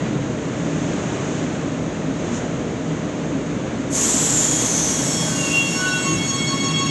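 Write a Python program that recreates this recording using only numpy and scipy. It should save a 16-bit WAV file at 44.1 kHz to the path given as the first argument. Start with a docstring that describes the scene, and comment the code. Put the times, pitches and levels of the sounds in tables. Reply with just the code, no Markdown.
"""A low rumble and hum of fans and machinery: a metro train stands at an underground platform, then leaves.
Brake air blows off in a turbulent hiss whose whistle sinks as the pressure drops. The dragging brakes
squeal by stick-slip friction, and whistle and squeals reverberate in the tunnel. The traction inverter
sings on multiples of its switching rate, which split into sidebands as the motors gather speed,
while the rolling wheels shake the track slab."""
import sys
import numpy as np
from scipy import signal
from scipy.fft import rfft, irfft
from scipy.io import wavfile
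from scipy.ndimage import uniform_filter1d, map_coordinates

SR = 44100
rng = np.random.default_rng(int(sys.argv[2]) if len(sys.argv) > 2 else 0)


def inscribe(sig):
    """Save sig as 16-bit PCM at rate SR to the path in sys.argv[1].

    A 1-D sig is mono; a 2-D sig holds one channel per row.
    Samples are clipped to [-1, 1] before scaling.
    """
    pcm = np.round(np.clip(np.atleast_2d(sig).T, -1, 1) * 32767)
    wavfile.write(sys.argv[1], SR, pcm.astype(np.int16))


N = 304330
T = np.arange(N) / SR
FREQS = np.maximum(np.arange(N // 2 + 1) * SR / N, 1)

# surges of the brake leak and the fan air: peak_s, half_length_s, leak_db, fan_db
AIR_SURGES = [(.06, .08, .7, 2.5), (.88, 0.35, 4.5, 2.5), (1.347, 0.31, 3.5, 2.5), (1.35, .05, 1, 0),
              (2.334, 0.14, 4, 2.5), (2.36, 0.033, 5.5, 0.5)]

RELEASE_S, ONSET_S = 3.885, 0.096  # the brake valve opens and the drive switches on; their rise time
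SINCE_RELEASE_S = np.maximum(T - RELEASE_S, 0)
DEPART_S, CREEP_HZ, ACCELERATION_HZ_PER_S = 5.1, 0.5, 3.6
FIELD_HZ = CREEP_HZ + ACCELERATION_HZ_PER_S * np.maximum(T - DEPART_S, 0)  # the motors' rotating field


def brake_air(leak_db=-44.5, nozzle_db=-21.5, jet_db=-30, jet_build_s=0.1, flutter_db=0.5):
    """Turbulent jet noise: gear leaks, then a valve vents with a whistle that sinks with the pressure."""
    # spectra of the leak, the nozzle hiss and the broad jet behind it: frequency_hz, level_db
    leak_spectrum = [(3000, -40), (5000, -12), (5800, -4.5), (6500, 1.5), (7200, -2), (7900, -11),
                     (8700, -17), (9500, -67)]
    nozzle_spectrum = [(3500, -15.5), (4600, -15), (5050, -13), (5500, -8), (5950, -3.5), (6500, 1),
                       (7200, 1.5), (7900, -5.5), (8700, -9), (9900, -19.5), (11500, -16), (12500, -36)]
    jet_spectrum = [(400, -5), (850, 8.5), (1300, 2.5), (1800, 4.5), (2400, -1.5), (3400, 5.5), (4750, -2),
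                    (5250, 0), (6000, 3.5), (10000, -42)]
    # the breathy whistle scoops up, then narrows and sinks: time_s, pitch_hz, width_hz, level_db
    whistle_path = [(3.939, 6550, 1303, -24), (4.061, 7410, 1605, -22.5), (4.241, 7450, 1306, -23),
                    (4.38, 7110, 794, -20), (4.53, 6920, 698, -22), (4.629, 6500, 952, -27),
                    (4.8, 6310, 894, -20.5), (5.0, 5860, 800, -31.5), (5.2, 5450, 660, -34.5),
                    (5.599, 4900, 646, -51)]
    surge_db = sum(db * bump(peak_s, half_s) for peak_s, half_s, db, _ in AIR_SURGES)
    leak = noise(colour(leak_spectrum)) * undb(leak_db + surge_db)
    valve_open = np.sin(np.pi / 2 * np.minimum(SINCE_RELEASE_S / ONSET_S, 1)) ** 2
    emptying_db = 3 * SINCE_RELEASE_S ** 1.7  # the hiss dies ever faster as the cylinders empty
    nozzle = noise(colour(nozzle_spectrum)) * undb(nozzle_db - emptying_db)
    jet_build = 1 - np.exp(-SINCE_RELEASE_S / jet_build_s)
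    jet = noise(colour(jet_spectrum)) * undb(jet_db - 3 * SINCE_RELEASE_S) * jet_build
    times, *controls = np.transpose(whistle_path)
    pitch_hz, width_hz, level_db = (np.interp(T, times, control) for control in controls)
    eddies = unit(np.real(random_phasor(width_hz) * np.exp(1j * running_phase(pitch_hz))))
    whistle = tunnel(valve_open * eddies * undb(level_db), wet_db=2, low_t60_s=0.37, high_t60_s=0.24)
    return leak + undb(flutter_db * fluctuation(16)) * (valve_open * (nozzle + jet) + whistle)


def brake_squeals(rise_share=0.36, edge_db=24, slip_hz=150, waver=0.0077, rasp_db=4):
    """Stick-slip friction excites disc modes, which sink as the grip eases; uneven slip makes them rasp."""
    # squeals of the pads: peak_s, length_s, pitch_hz, level_db, roughness, sink_hz_per_s
    squeals = [(5.336, 0.51, 1534, -36.5, 0.57, 278.4), (5.44, 0.41, 2770, -27, 0.6, 598),
               (5.509, 0.21, 2530, -36, 0.4, 99), (5.573, 0.28, 2759, -16, 0.26, 50),
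               (5.724, .15, 2765, -27, 0.36, 50), (5.846, 0.27, 2940, -35, 0.75, 400),
               (5.865, .12, 2750, -32.5, .4, 30), (5.857, 0.37, 1487, -22.5, 0.33, 25),
               (5.96, 0.18, 1482, -34, 0.39, 25), (5.926, 0.54, 3890, -40, 1.2, 102),
               (5.946, .23, 2734, -24.5, 0.43, 30), (6.092, 0.55, 2730, -30, 0.83, 39.7),
               (6.1, .25, 3140, -38, 0.73, 201), (6.778, 0.52, 2720, -35, 0.8, 49.7)]
    out = np.zeros(N)
    for peak_s, length_s, pitch_hz, level_db, roughness, sink_hz_per_s in squeals:
        start_s = peak_s - rise_share * length_s
        end_s = start_s + length_s
        live = slice(int((start_s - .1) * SR), min(int((end_s + .2) * SR), N))
        t = T[live]
        slips = np.arange(len(t)) * slip_hz / SR  # pitch and loudness take new values at every slip
        wobble, shake = (map_coordinates(row, [slips], order=3) for row in rng.standard_normal((2, 400)))
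        hz = (pitch_hz - sink_hz_per_s * (t - peak_s)) * (1 + roughness * waver * wobble)
        from_peak = np.maximum((peak_s - t) / (peak_s - start_s), (t - peak_s) / (end_s - peak_s))
        swell = undb(level_db - edge_db * from_peak ** 1.25 + roughness * rasp_db * shake)
        out[live] += np.sqrt(2) * swell * np.sin(running_phase(hz))
    return tunnel(out, wet_db=-14, low_t60_s=0.8, high_t60_s=1.0)


def inverter(switch_hz=550.2, split_limit=0.79, rattle=0.0091):
    """Forced vibration: switching harmonics drive the motors; the turning field modulates each of them."""
    # harmonics of the switching rate: multiple, relative_db, reach (in sideband orders)
    harmonics = [(2, -1.5, 1.3), (4, 1, 0.8), (5, -3.5, 3), (6, 5.5, 3.8), (7, -7, 3), (8, 0.8, 3.6),
                 (10, 1.5, 4), (12, 8.5, 4.6), (13, -4, 4), (14, -2, 3.6), (16, -15.5, 4), (18, -34, 4),
                 (20, -37, 4)]
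    # brief swells and dips of single harmonics: peak_s, half_length_s, multiple, change_db
    flares = [(4.006, 0.064, 6, 12), (4.0, 0.15, 2, 11), (5.083, 0.13, 14, 17), (5.188, 0.083, 10, 8),
              (5.24, 0.13, 6, 8.5), (5.61, 0.061, 6, 4), (5.757, 0.089, 2, 7), (5.522, 0.018, 10, 5),
              (5.776, 0.05, 10, 12), (5.914, 0.046, 10, 5), (5.982, 0.03, 6, 0), (6.062, 0.062, 2, 15.5),
              (6.035, 0.032, 14, 13), (6.142, .03, 14, 7), (6.39, .06, 14, 7), (6.123, 0.045, 6, -7),
              (6.126, .06, 12, 5.5), (6.17, .035, 8, -11), (6.255, 0.028, 8, 5.5), (6.36, .035, 8, 3),
              (6.51, 0.045, 8, 6), (6.174, 0.064, 4, 6), (6.2, 0.095, 2, -6.5), (6.297, 0.026, 4, -15),
              (6.315, 0.06, 12, 5), (6.386, 0.039, 6, 8), (6.432, 0.16, 4, 5.5), (6.58, 0.11, 2, 3.5),
              (6.76, 0.036, 6, 7.5), (6.827, 0.018, 2, 5)]
    lowest_db = -53 + 7.5 * SINCE_RELEASE_S
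    middle_db = -53.5 + 6 * SINCE_RELEASE_S
    high_db = -49 + 3.5 * SINCE_RELEASE_S
    pace = FIELD_HZ / FIELD_HZ.max()
    field_phase = running_phase(FIELD_HZ)
    grain = fluctuation(63) + 1j * fluctuation(60)
    out = np.zeros(N)
    for multiple, relative_db, reach in harmonics:
        drive_db = lowest_db if multiple == 2 else middle_db if multiple < 10 else high_db
        flare_db = sum(db * bump(at_s, half_s) for at_s, half_s, which, db in flares if which == multiple)
        # with speed, power moves from the carrier into its sidebands, soonest in the wide groups
        share = split_limit * (1 - np.exp(-pace * reach ** 2 / 2))
        cluster = np.sqrt(1 - share) + np.sqrt(share) * sidebands(field_phase, reach)
        carrier = np.exp(2j * np.pi * multiple * switch_hz * T)
        tone = np.real(cluster * (1 + rattle * multiple * grain) * carrier)
        emergence = pace if multiple % 2 else 1  # odd harmonics grow with speed
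        out += np.sqrt(2) * tone * emergence * undb(relative_db + drive_db + flare_db)
    return out * np.minimum(SINCE_RELEASE_S / ONSET_S, 1)


def sidebands(field_phase, reach, drift=0.71):
    """Modulation puts lines either side of a carrier, spaced by the field rate; their phases drift."""
    coarse = slice(None, None, 64)
    orders = np.r_[-7:0, 1:8][:, None]
    weights = np.exp(-(orders / reach) ** 2 / 2)
    angle = field_phase[coarse]
    steps = rng.standard_normal((len(orders), len(angle))) * np.sqrt(np.gradient(angle) / (2 * np.pi))
    wander = uniform_filter1d(np.cumsum(steps, axis=1), size=60)
    phases = orders * angle + 2 * np.pi * rng.random(orders.shape) + drift * wander
    lines = np.sum(weights * np.exp(1j * phases), axis=0)
    return np.interp(T, T[coarse], lines) / np.linalg.norm(weights)


def rolling(level_db=-23, build_s=1.22, thud_db=7.5):
    """Resonance: the wheels begin to roll and excite the modes of the track slab; one wheel thuds."""
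    # modes of the track slab: centre_hz, width_hz, level_db
    slab_modes = [(152, 27, -3), (269, 55, -4), (351, 19, -11.5)]
    slab = sum(undb(db) * resonance(hz, width_hz) for hz, width_hz, db in slab_modes)
    under_way = 1 - np.exp(-np.maximum(T - DEPART_S, 0) / build_s)
    return noise(slab) * under_way * undb(level_db + thud_db * bump(peak_s=6.15, half_s=0.066))


def machinery(idle_db=-23.5, fan_db=-36.5, crossover_hz=850, flutter_db=0.42):
    """Turbulence and duct resonance: fan air rushes and surges; rumble and hum fade with distance."""
    # spectrum of the fans and machinery: frequency_hz, level_db
    fan_spectrum = [(15, -58.5), (25, -29.5), (39, -27.5), (81, -11), (125, -6), (146, -5.5), (192, -2.5),
                    (245, -1.5), (305, -2.1), (366, -7.5), (488, -8.5), (582, -11.5), (636, -13.5),
                    (812, -18), (2010, -24), (3670, -30.5), (4400, -35.5), (5000, -40.3), (6500, -60),
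                    (11000, -120)]
    # narrow bands of machinery hum: centre_hz, width_hz, relative_db
    hum_bands = [(52.7, 7, -24.5), (128.5, 5, -13), (160.7, 6, -10.5), (273, 6, -21), (296, 7.1, -12.5),
                 (620, 21, -17.5)]
    low_share = 1 / (1 + (FREQS / crossover_hz) ** 8)
    departure = (FIELD_HZ - CREEP_HZ) / FIELD_HZ.max()
    receding_db = idle_db - 5.5 * departure
    rush_db = fan_db + 1.0 * departure
    surge_db = sum(db * bump(peak_s, half_s) for peak_s, half_s, _, db in AIR_SURGES)
    rumble = noise(colour(fan_spectrum) * np.sqrt(low_share))
    rumble *= undb(receding_db - 1.8 + 0.57 * surge_db + flutter_db * fluctuation(9.3))
    rush = noise(colour(fan_spectrum) * np.sqrt(1 - low_share))
    rush *= undb(rush_db + surge_db + flutter_db * fluctuation(20))
    hum = sum(undb(db) * noise(resonance(hz, width_hz)) for hz, width_hz, db in hum_bands)
    return rumble + rush + hum * undb(receding_db)


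def hum_swells(wander_hz=14):
    """Amplitude and phase modulation: the hum swells near its main notes, wandering a little in pitch."""
    # swells of the hum: peak_s, half_length_s, pitch_hz, level_db
    swells = [(0.174, 0.053, 157, -22), (0.754, 0.17, 159.2, -27), (0.757, .16, 286, -28.5),
              (1.16, 0.054, 292, -34), (1.376, 0.088, 255, -33), (1.693, 0.039, 271.7, -24.5),
              (2.02, 0.06, 158, -26), (2.104, .05, 272, -29), (2.34, .08, 156.4, -31.5),
              (2.811, 0.028, 275.7, -23.5), (2.903, .1, 157.6, -29), (2.94, 0.033, 291, -21),
              (3.346, 0.046, 272.3, -23.5), (3.544, 0.076, 160, -30), (3.87, 0.092, 276, -30.5),
              (3.915, 0.068, 158, -35), (4.298, 0.204, 158.8, -32.5), (5.15, .09, 160.4, -31),
              (6.721, 0.096, 156.7, -26.5)]
    out = np.zeros(N)
    for peak_s, half_s, pitch_hz, level_db in swells:
        live = slice(max(int((peak_s - 3 * half_s) * SR), 0), int((peak_s + 3 * half_s) * SR))
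        t = T[live]
        note = np.real(random_phasor(np.full(len(t), wander_hz)) * np.exp(2j * np.pi * pitch_hz * t))
        out[live] += np.sqrt(2) * note * undb(level_db) * bump(peak_s, half_s)[live]
    return out


def tunnel(direct, wet_db, low_t60_s, high_t60_s, crossover_hz=3500):
    """Reverberation: dense reflections off the concrete follow the direct sound, decaying in two bands."""
    t = T[:SR]
    scatter = rng.standard_normal(SR)
    low = signal.sosfilt(signal.butter(2, crossover_hz, fs=SR, output="sos"), scatter)
    tail = low * undb(-60 * t / low_t60_s) + (scatter - low) * undb(-60 * t / high_t60_s)
    tail *= t > .006  # delay of the first reflection
    wet = signal.fftconvolve(direct, tail / np.linalg.norm(tail))[:N]
    return (direct + undb(wet_db) * wet) / np.sqrt(1 + undb(2 * wet_db))


def undb(db):
    """Decibels to amplitude ratio."""
    return 10 ** (np.asarray(db) / 20)


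def unit(x):
    """Normalisation to rms 1."""
    return x / np.sqrt(np.mean(x ** 2))


def noise(gain):
    """White noise filtered by the given gain at each frequency, rms 1."""
    return unit(irfft(rfft(rng.standard_normal(N)) * gain, N))


def colour(points):
    """Spectral envelope: gain at each frequency from (frequency_hz, level_db) points."""
    hz, db = np.transpose(points)
    return undb(np.interp(np.log(FREQS), np.log(hz), db))


def resonance(hz, width_hz):
    """Lorentzian peak: the gain halves width_hz either side of the centre."""
    return 1 / (1 + ((FREQS - hz) / width_hz) ** 2)


def fluctuation(cutoff_hz):
    """Low-pass noise for slow random modulation, rms 1."""
    return noise(1 / (1 + (FREQS / cutoff_hz) ** 4))


def random_phasor(rate_hz):
    """Random modulation: a phasor glides to a new angle rate_hz times a second, broadening a tone."""
    steps = np.cumsum(rate_hz) / SR
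    phasors = np.exp(2j * np.pi * rng.random(N // 8))
    return map_coordinates(phasors, [steps], order=3, mode="mirror")


def running_phase(hz):
    """Phase in radians as the time integral of frequency."""
    return 2 * np.pi * np.cumsum(hz) / SR


def bump(peak_s, half_s):
    """Gaussian envelope: 1 at its peak, 1/e half_s either side."""
    return np.exp(-((T - peak_s) / half_s) ** 2)


def scene():
    """Superposition of all the sources at the platform, in one channel."""
    return (machinery() + hum_swells() + brake_air() + brake_squeals() + inverter() + rolling())[None]


def record(dry, bottom_hz=42, top_hz=11850):
    """Band limiting: the microphone sheds the deepest bass and the top is cut."""
    thin = signal.sosfilt(signal.butter(6, bottom_hz, "high", fs=SR, output="sos"), dry)
    return signal.sosfilt(signal.ellip(10, .2, 80, top_hz, fs=SR, output="sos"), thin)


dry = scene()
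out = record(dry)
inscribe(out)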